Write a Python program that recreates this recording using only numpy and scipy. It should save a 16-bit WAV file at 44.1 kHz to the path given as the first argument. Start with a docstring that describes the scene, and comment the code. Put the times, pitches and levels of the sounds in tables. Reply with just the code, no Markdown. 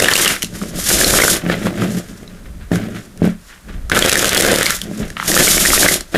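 """A deck of stiff cards on a mat over a hollow wooden table: thumbs riffle two halves together, the bent
deck cascades flat in a bridge, then it is squared up with knocks, rubs and presses; riffle and bridge recur.
Snaps are noise bursts ringing card modes; sliding faces are shaped noise; edges and squeezed air are grains.
Knocks ring table modes over low rumble and room tone. The table top mirrors faces and snaps into a close
microphone, whose limiter holds the loud runs down."""
import sys
import numpy as np
from scipy import signal
from scipy.fft import rfft, irfft, next_fast_len
from scipy.io import wavfile
from scipy.ndimage import uniform_filter1d

SR = 44100
rng = np.random.default_rng(int(sys.argv[2]) if len(sys.argv) > 2 else 0)


def output_pcm(signal):
    """Save a mono or channel-first signal as 16-bit PCM at the path in sys.argv[1].

    Samples are clipped to [-1, 1] before scaling.
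    """
    pcm = np.clip(np.atleast_2d(signal).T, -1, 1) * 32767
    wavfile.write(sys.argv[1], SR, np.round(pcm).astype(np.int16))


N = 272185
CONTROL_STEP = 32   # samples between points of the move envelopes

# Low rumble: t/s, rms level/dB
RUMBLE_LEVELS = [(0.0, -39), (0.41, -40), (1.2, -21), (1.22, -33), (2.32, -43), (2.52, -29), (3.14, -46),
                 (3.21, -36), (3.61, -48), (3.76, -24), (4.88, -37), (4.97, -55), (5.02, -25), (5.19, -45),
                 (5.38, -26), (5.81, -27), (6.1, -42), (6.17, -30)]
# Room tone spectrum: f/Hz, relative level per Hz/dB
ROOM_TONE_SPECTRUM = [(35, -46), (60, -24), (189, -2), (262, -12.5), (566, -15.5), (862, -16.5),
                      (1280, -14), (2710, -21.5), (11000, -23), (16000, -31)]
ROOM_TONE_RMS_DB = -48.0
# Room echo: decay of the lows, corner of the loss per round, gain
ROOM_T60_S, WALL_CORNER_HZ, ROOM_GAIN_DB = 0.2, 4200, -16.5
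MIRROR_DELAY_S, MIRROR_GAIN = 0.000563, 0.11
# Table modes: f/Hz, relative level/dB, t60/s
TABLE_MODES = [(112.2, -7.5, 0.12), (176.6, -4.5, 0.21), (213.8, -6.5, 0.2), (269.5, -5.5, 0.068),
               (328, -8, 0.067), (414.4, -9, 0.056), (588, -12, 0.041)]
# Deck on table: t/s, relative strength/dB
TABLE_KNOCKS = [(0.437, -10.5), (0.618, -24), (0.754, -13), (1.436, -14), (1.464, -1.5), (1.496, -20),
                (1.623, -27), (1.671, -14), (1.753, -24), (1.819, -10), (2.716, 2), (2.738, -7),
                (2.805, -22), (3.219, 5), (3.242, 0), (3.275, -2), (3.965, -6), (4.879, -22), (4.913, -8.5),
                (5.001, -11), (5.033, -22), (6.145, -3.5)]

# Palms and deck press on the mat: t/s, swell/s per 20 dB, fade/s per 20 dB, relative level/dB
PRESS_MOVES = [(0.545, 0.13, .15, -26), (0.62, .015, 0.13, -19), (0.79, 0.18, 0.075, -21),
               (1.44, .01, .2, -23), (1.51, .1, .2, -17), (1.666, 0.17, 0.12, -15), (1.755, .01, .2, -25),
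               (1.83, 0.19, .2, -14.5), (1.994, 0.35, 0.055, -19), (2.1, 0.085, 1, -32.5),
               (2.23, .03, .05, -33), (2.729, 0.023, 0.28, -14), (2.962, 0.26, 0.084, -26),
               (3.255, .06, .08, -12.5), (3.682, 0.048, 0.27, -31), (4.86, 0.088, 0.48, -26.5),
               (5.008, 0.057, 0.13, -17), (5.27, 0.018, .1, -30), (5.403, 0.095, 0.093, -16),
               (6.172, 0.018, .05, -12)]
# Fingertips rub along the card edges: t/s, swell/s per 20 dB, fade/s per 20 dB, relative level/dB
RUB_MOVES = [(2.3, .02, .2, -45), (2.63, .05, .06, -40), (2.84, .06, .05, -35), (2.97, .06, .07, -33),
             (3.53, .1, .09, -39), (3.7, .04, .12, -38), (5.04, .08, .08, -33), (5.17, .01, .4, -30)]
# Card faces slide over each other: t/s, swell/s per 20 dB, fade/s per 20 dB, relative level/dB
SLIDE_MOVES = [(0.43, 0.038, 0.07, -28), (0.555, 0.036, 0.14, -30.5), (0.63, .03, .1, -36),
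               (0.695, .03, 0.045, -34.5), (0.745, .02, .05, -33), (0.801, 0.083, 0.33, -24),
               (0.88, 0.094, 0.04, -17), (1.666, 0.16, 0.032, -32), (1.9, 0.19, 0.21, -34.5),
               (1.994, 0.21, 0.072, -34.5), (2.06, .02, 0.32, -43.5), (2.752, .04, .1, -38),
               (3.055, .01, .03, -46), (3.245, .03, .08, -45), (2.962, 0.075, 0.12, -42),
               (3.44, .06, 0.16, -50), (3.512, .15, .14, -45.5), (3.898, .003, .02, -28),
               (4.707, .004, .09, -17), (4.816, .005, 0.052, -30), (4.98, 0.15, 0.35, -38.5),
               (5.257, 0.067, 0.044, -23), (6.002, .03, .1, -33.5), (6.125, 0.077, 0.074, -43)]
# Several cards drop together: t/s, swell/s per 20 dB, fade/s per 20 dB, relative level/dB
CLUMP_MOVES = [(0.028, .04, .05, -11.5), (0.9, 0.013, 0.64, -19), (1.145, .03, .1, -14),
               (1.24, .2, 0.067, -15), (1.339, 0.036, 0.072, -17), (1.516, .07, 0.074, -16.5),
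               (1.67, .05, .05, -24), (1.825, .06, .08, -24), (2.46, .015, 0.046, -40.5),
               (2.718, .005, .06, -26), (3.245, .03, .07, -30), (3.921, .006, .04, -8),
               (3.972, .03, .05, -11), (4.0, .04, 0.38, -15), (4.527, 0.32, 0.09, -11.5),
               (5.402, 0.096, 0.12, -11.5), (5.869, 0.12, 0.04, -11.5), (5.95, 0.027, 0.068, -20.5),
               (6.148, .004, .1, -18), (6.165, .03, .1, -11)]
# The bent deck cascades flat: start/s, end/s, relative level/dB
BRIDGE_RUNS = [(0.889, 1.341, -13), (5.28, 5.949, -12)]
# Thumbs let the two halves run together: start/s, end/s, relative level/dB
RIFFLE_RUNS = [(-0.05, 0.323, -17.8), (3.96, 4.70, -19.3)]
# Swell and fade times, per 20 dB
BRIDGE_RISE_S, BRIDGE_FALL_S = 0.0079, 0.048
RIFFLE_RISE_S, RIFFLE_FALL_S = 0.035, 0.079
# Drive over the move's level: (sliding hiss, edge flutter, squeezed air, shaken table)
PRESS_MIX_DB = (-23, -13, -9, -1)
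RUB_MIX_DB = (-16, 3, -13, -13)
SLIDE_MIX_DB = (1, -4.5, -19, -11)
CLUMP_MIX_DB = (-15.5, 0, 3, -8.5)
BRIDGE_MIX_DB = (-0.5, -9.5, -9.5, -13)
RIFFLE_MIX_DB = (-0.5, 3, -4, -8)

# Squeezed air spectrum: f/Hz, relative level per Hz/dB
AIR_SPECTRUM = [(150, -6), (270, -0.5), (350, 7), (450, -3), (600, 1.5), (750, -3.5), (950, -20.5),
                (1400, -30)]
# Edge flutter spectrum: f/Hz, relative level per Hz/dB
FLUTTER_SPECTRUM = [(700, -6.5), (1000, -4), (1250, 3), (1700, 4.5), (2400, 2), (3300, 1), (4500, -6),
                    (9000, -30), (15000, -50)]
# Sliding hiss spectrum: f/Hz, relative level per Hz/dB
SLIDE_SPECTRUM = [(1760, -17), (3000, -5), (5560, -1.5), (6620, 0.5), (8280, -2), (11800, -2),
                  (14500, -12.5), (16000, -23)]
# Card modes: multiple of slap pitch, relative level/dB, t60/s
CARD_MODES = [(1, 8.5, 0.0092), (1.32, -5, 0.0086), (.76, -10, 0.0047), (1.9, -10, 0.0058)]
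# Clearest card corners snapping: t/s, relative slap level/dB, slap f/Hz, relative bright crack level/dB
CLEAR_SNAPS = [(0.023, 2, 2890, -3), (0.0438, 6, 2870, -6), (0.0581, 0, 1700, -16), (0.0847, 9, 1810, -1),
               (0.0901, 5, 1680, -32), (0.1137, 0.5, 3020, -14), (0.1258, 0, 1780, -20),
               (0.136, 7, 4560, -1), (0.1547, 3, 2800, -5), (0.1648, 4, 3030, -3), (0.178, -4, 1680, -8),
               (0.196, -7, 1860, -14), (0.2244, -8, 1530, -11), (0.2476, -3.5, 2150, -8),
               (0.2584, -2, 3030, -12), (0.2775, 3, 2850, -2), (0.4219, -10.5, 2940, -16),
               (0.429, -8, 3150, -11), (0.4454, -14, 2840, -20), (0.615, -16, 1270, -39),
               (0.636, -16, 1620, -47), (0.9021, -3, 1510, -10), (1.012, -4, 1720, -14),
               (1.0442, 3.5, 4150, -7), (1.1074, -5, 1710, -8), (1.1378, 5, 1340, -32),
               (1.187, 5.5, 1540, -10), (1.2005, -2, 1860, -26), (1.2201, 7, 2080, -18),
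               (1.2365, 6, 1580, -11), (1.2494, 4.5, 1460, -12), (1.2803, 6.5, 1570, -10),
               (1.4636, -13, 1220, -45), (1.4985, 0.5, 1770, -39), (1.5408, -9, 1970, -44),
               (1.6683, -8.5, 1150, -30), (1.8197, -8.5, 1230, -50), (2.2775, -26, 3930, -48),
               (2.7176, -18, 1860, -37), (2.7567, -15, 1560, -23), (3.1753, -38, 3500, -38),
               (3.243, -15.5, 1540, -40), (3.898, -11, 1280, -18.5), (3.9169, 10, 1630, -14),
               (3.9482, -8, 1240, -14), (3.9688, 4, 1590, -27), (3.9751, 5, 1270, -6), (3.9908, 0, 1700, 1),
               (4.0235, 8, 3300, -6), (4.0604, -9, 1610, -5.5), (4.0954, 5, 2760, -3), (4.117, 0, 1760, -5),
               (4.1264, -7, 2210, -6.5), (4.1554, 6, 1760, -4), (4.1764, -10, 1930, -7),
               (4.1926, -6, 3040, -7), (4.227, 1, 1700, -9.5), (4.2444, 0, 1590, -3),
               (4.255, -0.5, 2960, -7), (4.2802, -11, 2900, -12), (4.2926, -11, 1560, 0),
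               (4.331, 2, 1770, -7), (4.3714, -3, 4250, -7), (4.3768, 5, 3380, -6), (4.4084, 3, 1940, 0.5),
               (4.4484, 3, 1610, -6), (4.464, 2, 1800, -4.5), (4.485, 1.5, 1620, -12),
               (4.5192, -3, 1830, -9), (4.5314, -4, 1480, -10), (4.5404, -2, 1790, -7),
               (4.5592, -2, 3140, -2), (4.586, -8, 1660, -9), (4.6293, -2, 1820, -2.5),
               (4.6588, 2, 4400, -10), (4.6644, 4.5, 2180, -4), (4.7055, 3, 1780, -1),
               (4.7654, -21, 4100, -18), (4.816, -11, 3230, -21), (5.1026, -21.5, 1700, -28),
               (5.1683, -4, 1380, -41), (5.199, -4, 1510, -40), (5.227, -7, 1380, -56),
               (5.3161, -5.5, 1870, -6.5), (5.3424, -5, 1740, -4), (5.3655, 5, 1270, -23),
               (5.3754, 7.5, 1780, 1), (5.3986, -3.5, 1780, -5), (5.4286, -5, 1700, -3),
               (5.472, -1, 1520, -5), (5.4784, 2.5, 2250, -27), (5.5796, 3.5, 2200, -7),
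               (5.6516, -2, 1790, -20), (5.659, 3, 1880, -16), (5.7034, -0.5, 2320, -26),
               (5.7331, 1, 1330, -20), (5.7774, 0, 1900, -22), (5.8304, 7, 1720, -19),
               (5.8454, -2, 1200, -20), (5.8624, 12, 1840, -17), (5.886, 8, 2080, -10),
               (5.9407, -6, 2500, 0.5), (6.008, -13.5, 4220, -18), (6.148, -4, 1780, -39),
               (6.157, 0, 1810, -39)]
CRACKLE_T60_S = 0.011
# Weaker snaps: count per riffle, relative levels, spread either way, pitch range
LESSER_COUNTS = (3, 9)
LESSER_SLAP_DB, LESSER_CRACK_DB, LESSER_SPREAD_DB = -5.5, -8, 7
LESSER_LOW_HZ, LESSER_HIGH_HZ = 1520, 2950
# Air push: drive over the air level, dB added per dB of slap, standard deviation
PUSH_DRIVE_DB, PUSH_PER_SLAP_DB, PUSH_SPREAD_DB = 14.0, 0.25, 3

# Limiter: threshold, dB taken off per dB over, gain recovery; then hard ceiling and top cut
LIMIT_DB, LIMIT_SLOPE, RELEASE_DB_PER_S = -2.5, 0.6, 187.2
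CEILING, CUTOFF_HZ = 0.84, 16300


def amp(db):
    """dB to gain."""
    return 10 ** (np.asarray(db) / 20)


def rms_one(x):
    """Scale to rms 1."""
    return x / np.sqrt(np.mean(x ** 2) + 1e-20)


def band(x, low_hz, high_hz):
    """Band-pass."""
    return signal.sosfilt(signal.butter(2, [low_hz, high_hz], "band", fs=SR, output="sos"), x)


def coloured(x, spectrum):
    """Shape a noise by a spectrum, interpolated over log frequency; rms 1."""
    size = next_fast_len(N)
    hz, db = np.transpose(spectrum)
    grid_hz = np.fft.rfftfreq(size, 1 / SR) + 1   # +1 avoids log(0)
    gain = amp(np.interp(np.log(grid_hz), np.log(hz), db))
    return rms_one(irfft(rfft(x, size) * gain, size)[:N])


def spikes(times_s, db):
    """One sample of the given height at each time."""
    out = np.full(N, 1e-18)
    np.add.at(out, np.minimum((times_s * SR).astype(int), N - 1), amp(db))
    return out


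def dying(clicks, t60_s):
    """Each click becomes an exponential envelope."""
    return signal.lfilter([1], [1, -amp(-60 / (t60_s * SR))], clicks)


def ring(force, hz, t60_s):
    """Damped resonator: a unit click sets a sine of height 1 ringing."""
    r = amp(-60 / (t60_s * SR))
    w = 2 * np.pi * hz / SR
    return signal.lfilter([0, np.sin(w)], [1, -2 * r * np.cos(w), r * r], force)


def grains(per_s, spread_db):
    """Random tiny contacts of uneven size and random sign."""
    size_db = spread_db * np.minimum(rng.exponential(1, N), 5)
    sizes = amp(size_db) * rng.choice([-1, 1], N)
    return sizes * (rng.random(N) < per_s / SR)


def slips(per_s, t60_s, steady):
    """Loudness of a stick-slip contact: sudden jumps die away over a steady part; rms 1."""
    jumps = dying(np.abs(grains(per_s, spread_db=2.5)), t60_s)
    return rms_one(steady + rms_one(jumps))


def room_tone():
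    """Steady noise of the room, shaped by its spectrum."""
    return amp(ROOM_TONE_RMS_DB) * coloured(rng.standard_normal(N), ROOM_TONE_SPECTRUM)


def low_rumble():
    """Noise at 12-65 Hz whose level follows its table."""
    level_db = np.interp(np.arange(N) / SR, *np.transpose(RUMBLE_LEVELS))
    return amp(level_db) * rms_one(band(rng.standard_normal(N), 12.0, 65))


def room(x):
    """Ten feedback delays, duller on every round."""
    size = next_fast_len(N + SR)
    w = 2 * np.pi * np.fft.rfftfreq(size)
    dull = 1 / (1 + 1j * w * SR / (2 * np.pi * WALL_CORNER_HZ)) ** 0.77
    answer = 0
    for k, lag_s in enumerate(np.geomspace(0.011, 0.037, num=10)):
        loop = amp(-60 * lag_s / ROOM_T60_S) * dull * np.exp(-1j * w * round(lag_s * SR))
        answer = answer + (-1) ** k * loop / (1 - loop)
    return irfft(rfft(x, size) * answer, size)[:N]


def mirror(x):
    """The table top sends a second copy just behind the first, hollowing the odd half-wave pitches."""
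    lagged = np.arange(N) - MIRROR_DELAY_S * SR
    copy = np.interp(lagged, np.arange(N), x, left=0)
    return (x + MIRROR_GAIN * copy) / np.hypot(1, MIRROR_GAIN)


def table(shaken_db):
    """Knocks strike the table's modes; dragged cards and palms keep them trembling."""
    s, knock_db = np.transpose(TABLE_KNOCKS)
    luck_db = 0.6 * rng.standard_normal((len(s), len(TABLE_MODES)))
    bumps = grains(600, spread_db=1.5)
    struck = trembling = 0
    for k, (hz, db, t60_s) in enumerate(TABLE_MODES):
        struck = struck + ring(spikes(s, knock_db + db - 7.0 + luck_db[:, k]), hz, t60_s)
        trembling = trembling + (-1) ** k * amp(db) * ring(bumps, hz, t60_s)
    return band(struck, 127, 920) + amp(shaken_db - 1.0) * rms_one(trembling)


def swell(start_s, end_s, rise_s, fall_s, db):
    """Power of one move: swells, holds from start to end, fades."""
    t = np.arange(0, N + CONTROL_STEP, CONTROL_STEP) / SR
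    before_db = 20 * np.maximum((start_s - t) / max(rise_s, 0.002), 0)
    after_db = 20 * np.maximum((t - end_s) / max(fall_s, 0.01), 0)
    return amp(2 * (db - before_db - after_db))   # doubled dB: power


def hands():
    """Every move drives hiss, flutter, air and table in the proportions of its kind; dB per sample."""
    bridges = [(a, b, BRIDGE_RISE_S, BRIDGE_FALL_S, db) for a, b, db in BRIDGE_RUNS]
    riffles = [(a, b, RIFFLE_RISE_S, RIFFLE_FALL_S, db) for a, b, db in RIFFLE_RUNS]
    kinds = [(BRIDGE_MIX_DB, bridges), (RIFFLE_MIX_DB, riffles)]
    for mix_db, rows in [(PRESS_MIX_DB, PRESS_MOVES), (RUB_MIX_DB, RUB_MOVES),
                         (SLIDE_MIX_DB, SLIDE_MOVES), (CLUMP_MIX_DB, CLUMP_MOVES)]:
        kinds.append((mix_db, [(s, s, *rest) for s, *rest in rows]))   # no hold
    power = 0
    for mix_db, moves in kinds:
        power = power + np.outer(amp(mix_db) ** 2, sum(swell(*move) for move in moves))
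    at = np.arange(N) / CONTROL_STEP
    return [np.interp(at, np.arange(len(p)), 10 * np.log10(p + 1e-9)) for p in power]


def air_puffs(air_db):
    """Air puffs out between the cards: sparse grains, shaped low."""
    return coloured(grains(500, spread_db=3.5), AIR_SPECTRUM) * amp(air_db - 3.5)


def edge_flutter(flutter_db):
    """Card edges tick past each other: dense grains under stick-slip, duller when weak."""
    patter = coloured(grains(6000, spread_db=2.5), FLUTTER_SPECTRUM)
    patter = patter * slips(110, t60_s=0.026, steady=1.3)
    treble_gain = amp(0.28 * np.minimum(flutter_db + 10.5, 0))
    patter += band(patter, 1660, 15000) * (treble_gain - 1)
    return patter * amp(flutter_db - 2.5)


def sliding_hiss(hiss_db):
    """Card faces hiss as they slide: noise under stick-slip, duller when gentle."""
    hiss = coloured(rng.standard_normal(N), SLIDE_SPECTRUM) * slips(120, t60_s=0.077, steady=0.83)
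    treble_gain = amp(0.27 * np.minimum(hiss_db + 24, 0))
    hiss += band(hiss, 5500, 22000) * (treble_gain - 1)
    return hiss * amp(hiss_db + 0.5)


def lesser_snaps():
    """Between the clear snaps of a riffle weaker corners let go at random."""
    rows = []
    for (start_s, end_s, _), count in zip(RIFFLE_RUNS, LESSER_COUNTS):
        for when, size, pitch, edge in rng.random((count, 4)):
            s = max(start_s + when * (end_s - start_s), 0)
            slap_db = LESSER_SLAP_DB + LESSER_SPREAD_DB * (2 * size - 1)
            slap_hz = LESSER_LOW_HZ * (LESSER_HIGH_HZ / LESSER_LOW_HZ) ** pitch ** 2   # favours low
            crack_db = LESSER_CRACK_DB + LESSER_SPREAD_DB * (2 * edge - 1)
            rows.append((s, slap_db, slap_hz, crack_db))
    return rows


def cracks(s, crack_db):
    """Bright noise bursts; a weaker, longer tail is the card still buzzing."""
    noise = rms_one(band(rng.standard_normal(N), 2940, 10640))
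    burst = dying(spikes(s, crack_db + 3.5), 0.0092)
    buzz = dying(spikes(s, crack_db - 13.5), 0.043)
    return noise * (burst + buzz)


def slaps(s, slap_db, slap_hz):
    """A few ms of crackle rings the card's modes."""
    span = 1500   # samples
    decay = amp(-60 * np.arange(span) / SR / CRACKLE_T60_S)
    crackle = rng.standard_normal((len(s), span)) * decay
    crackle[:, 0] = 3 * np.sign(crackle[:, 0])   # the corner lets go with one sharp step
    out = np.zeros(N + span)
    for at, db, hz, force in zip((s * SR).astype(int), slap_db, slap_hz, crackle):
        slap = sum(amp(mode_db) * ring(force, k * hz, t60_s) for k, mode_db, t60_s in CARD_MODES)
        out[at:at + span] += amp(db + 1.0) * slap / np.abs(slap).max()
    return band(out[:N], 1120, 6200)


def air_pushes(s, slap_db, air_db):
    """Each snap pushes squeezed air: a click rounded by the air cushion, rung at 509 Hz."""
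    luck_db = PUSH_SPREAD_DB * rng.standard_normal(len(s))
    push_db = air_db[(s * SR).astype(int)] + PUSH_DRIVE_DB + PUSH_PER_SLAP_DB * slap_db + luck_db
    return ring(band(spikes(s, push_db), 65, 2600), 509, 0.014)


def snaps(air_db):
    """A corner snap is a bright crack, a ringing slap and a push of air."""
    s, slap_db, slap_hz, crack_db = np.transpose(CLEAR_SNAPS + lesser_snaps())
    return cracks(s, crack_db) + slaps(s, slap_db, slap_hz) + air_pushes(s, slap_db, air_db)


def scene():
    """Room tone, rumble, table and cards; only faces, edges and snaps reach mirror and room."""
    hiss_db, flutter_db, air_db, shaken_db = hands()
    background = room_tone() + low_rumble()
    cards = mirror(sliding_hiss(hiss_db) + edge_flutter(flutter_db) + snaps(air_db))
    echo = amp(ROOM_GAIN_DB) * room(cards)
    return (background + table(shaken_db) + air_puffs(air_db) + echo + cards)[None]


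def record(dry):
    """A look-ahead limiter ducks just before peaks, a hard ceiling flattens the rest, the top is cut."""
    over_db = np.maximum(20 * np.log10(np.abs(dry[0]) + 1e-9) - LIMIT_DB, 0)
    ramp_db = RELEASE_DB_PER_S * np.arange(N) / SR
    held_db = np.maximum.accumulate(LIMIT_SLOPE * over_db + ramp_db) - ramp_db   # linear release in dB
    ahead_db = uniform_filter1d(np.append(held_db[66:], np.zeros(66)), size=133)   # 3 ms ahead
    limited = np.clip(dry * amp(-ahead_db), -CEILING, CEILING)
    return signal.sosfilt(signal.cheby2(14, 70, CUTOFF_HZ, fs=SR, output="sos"), limited)


dry = scene()
out = record(dry)
output_pcm(out)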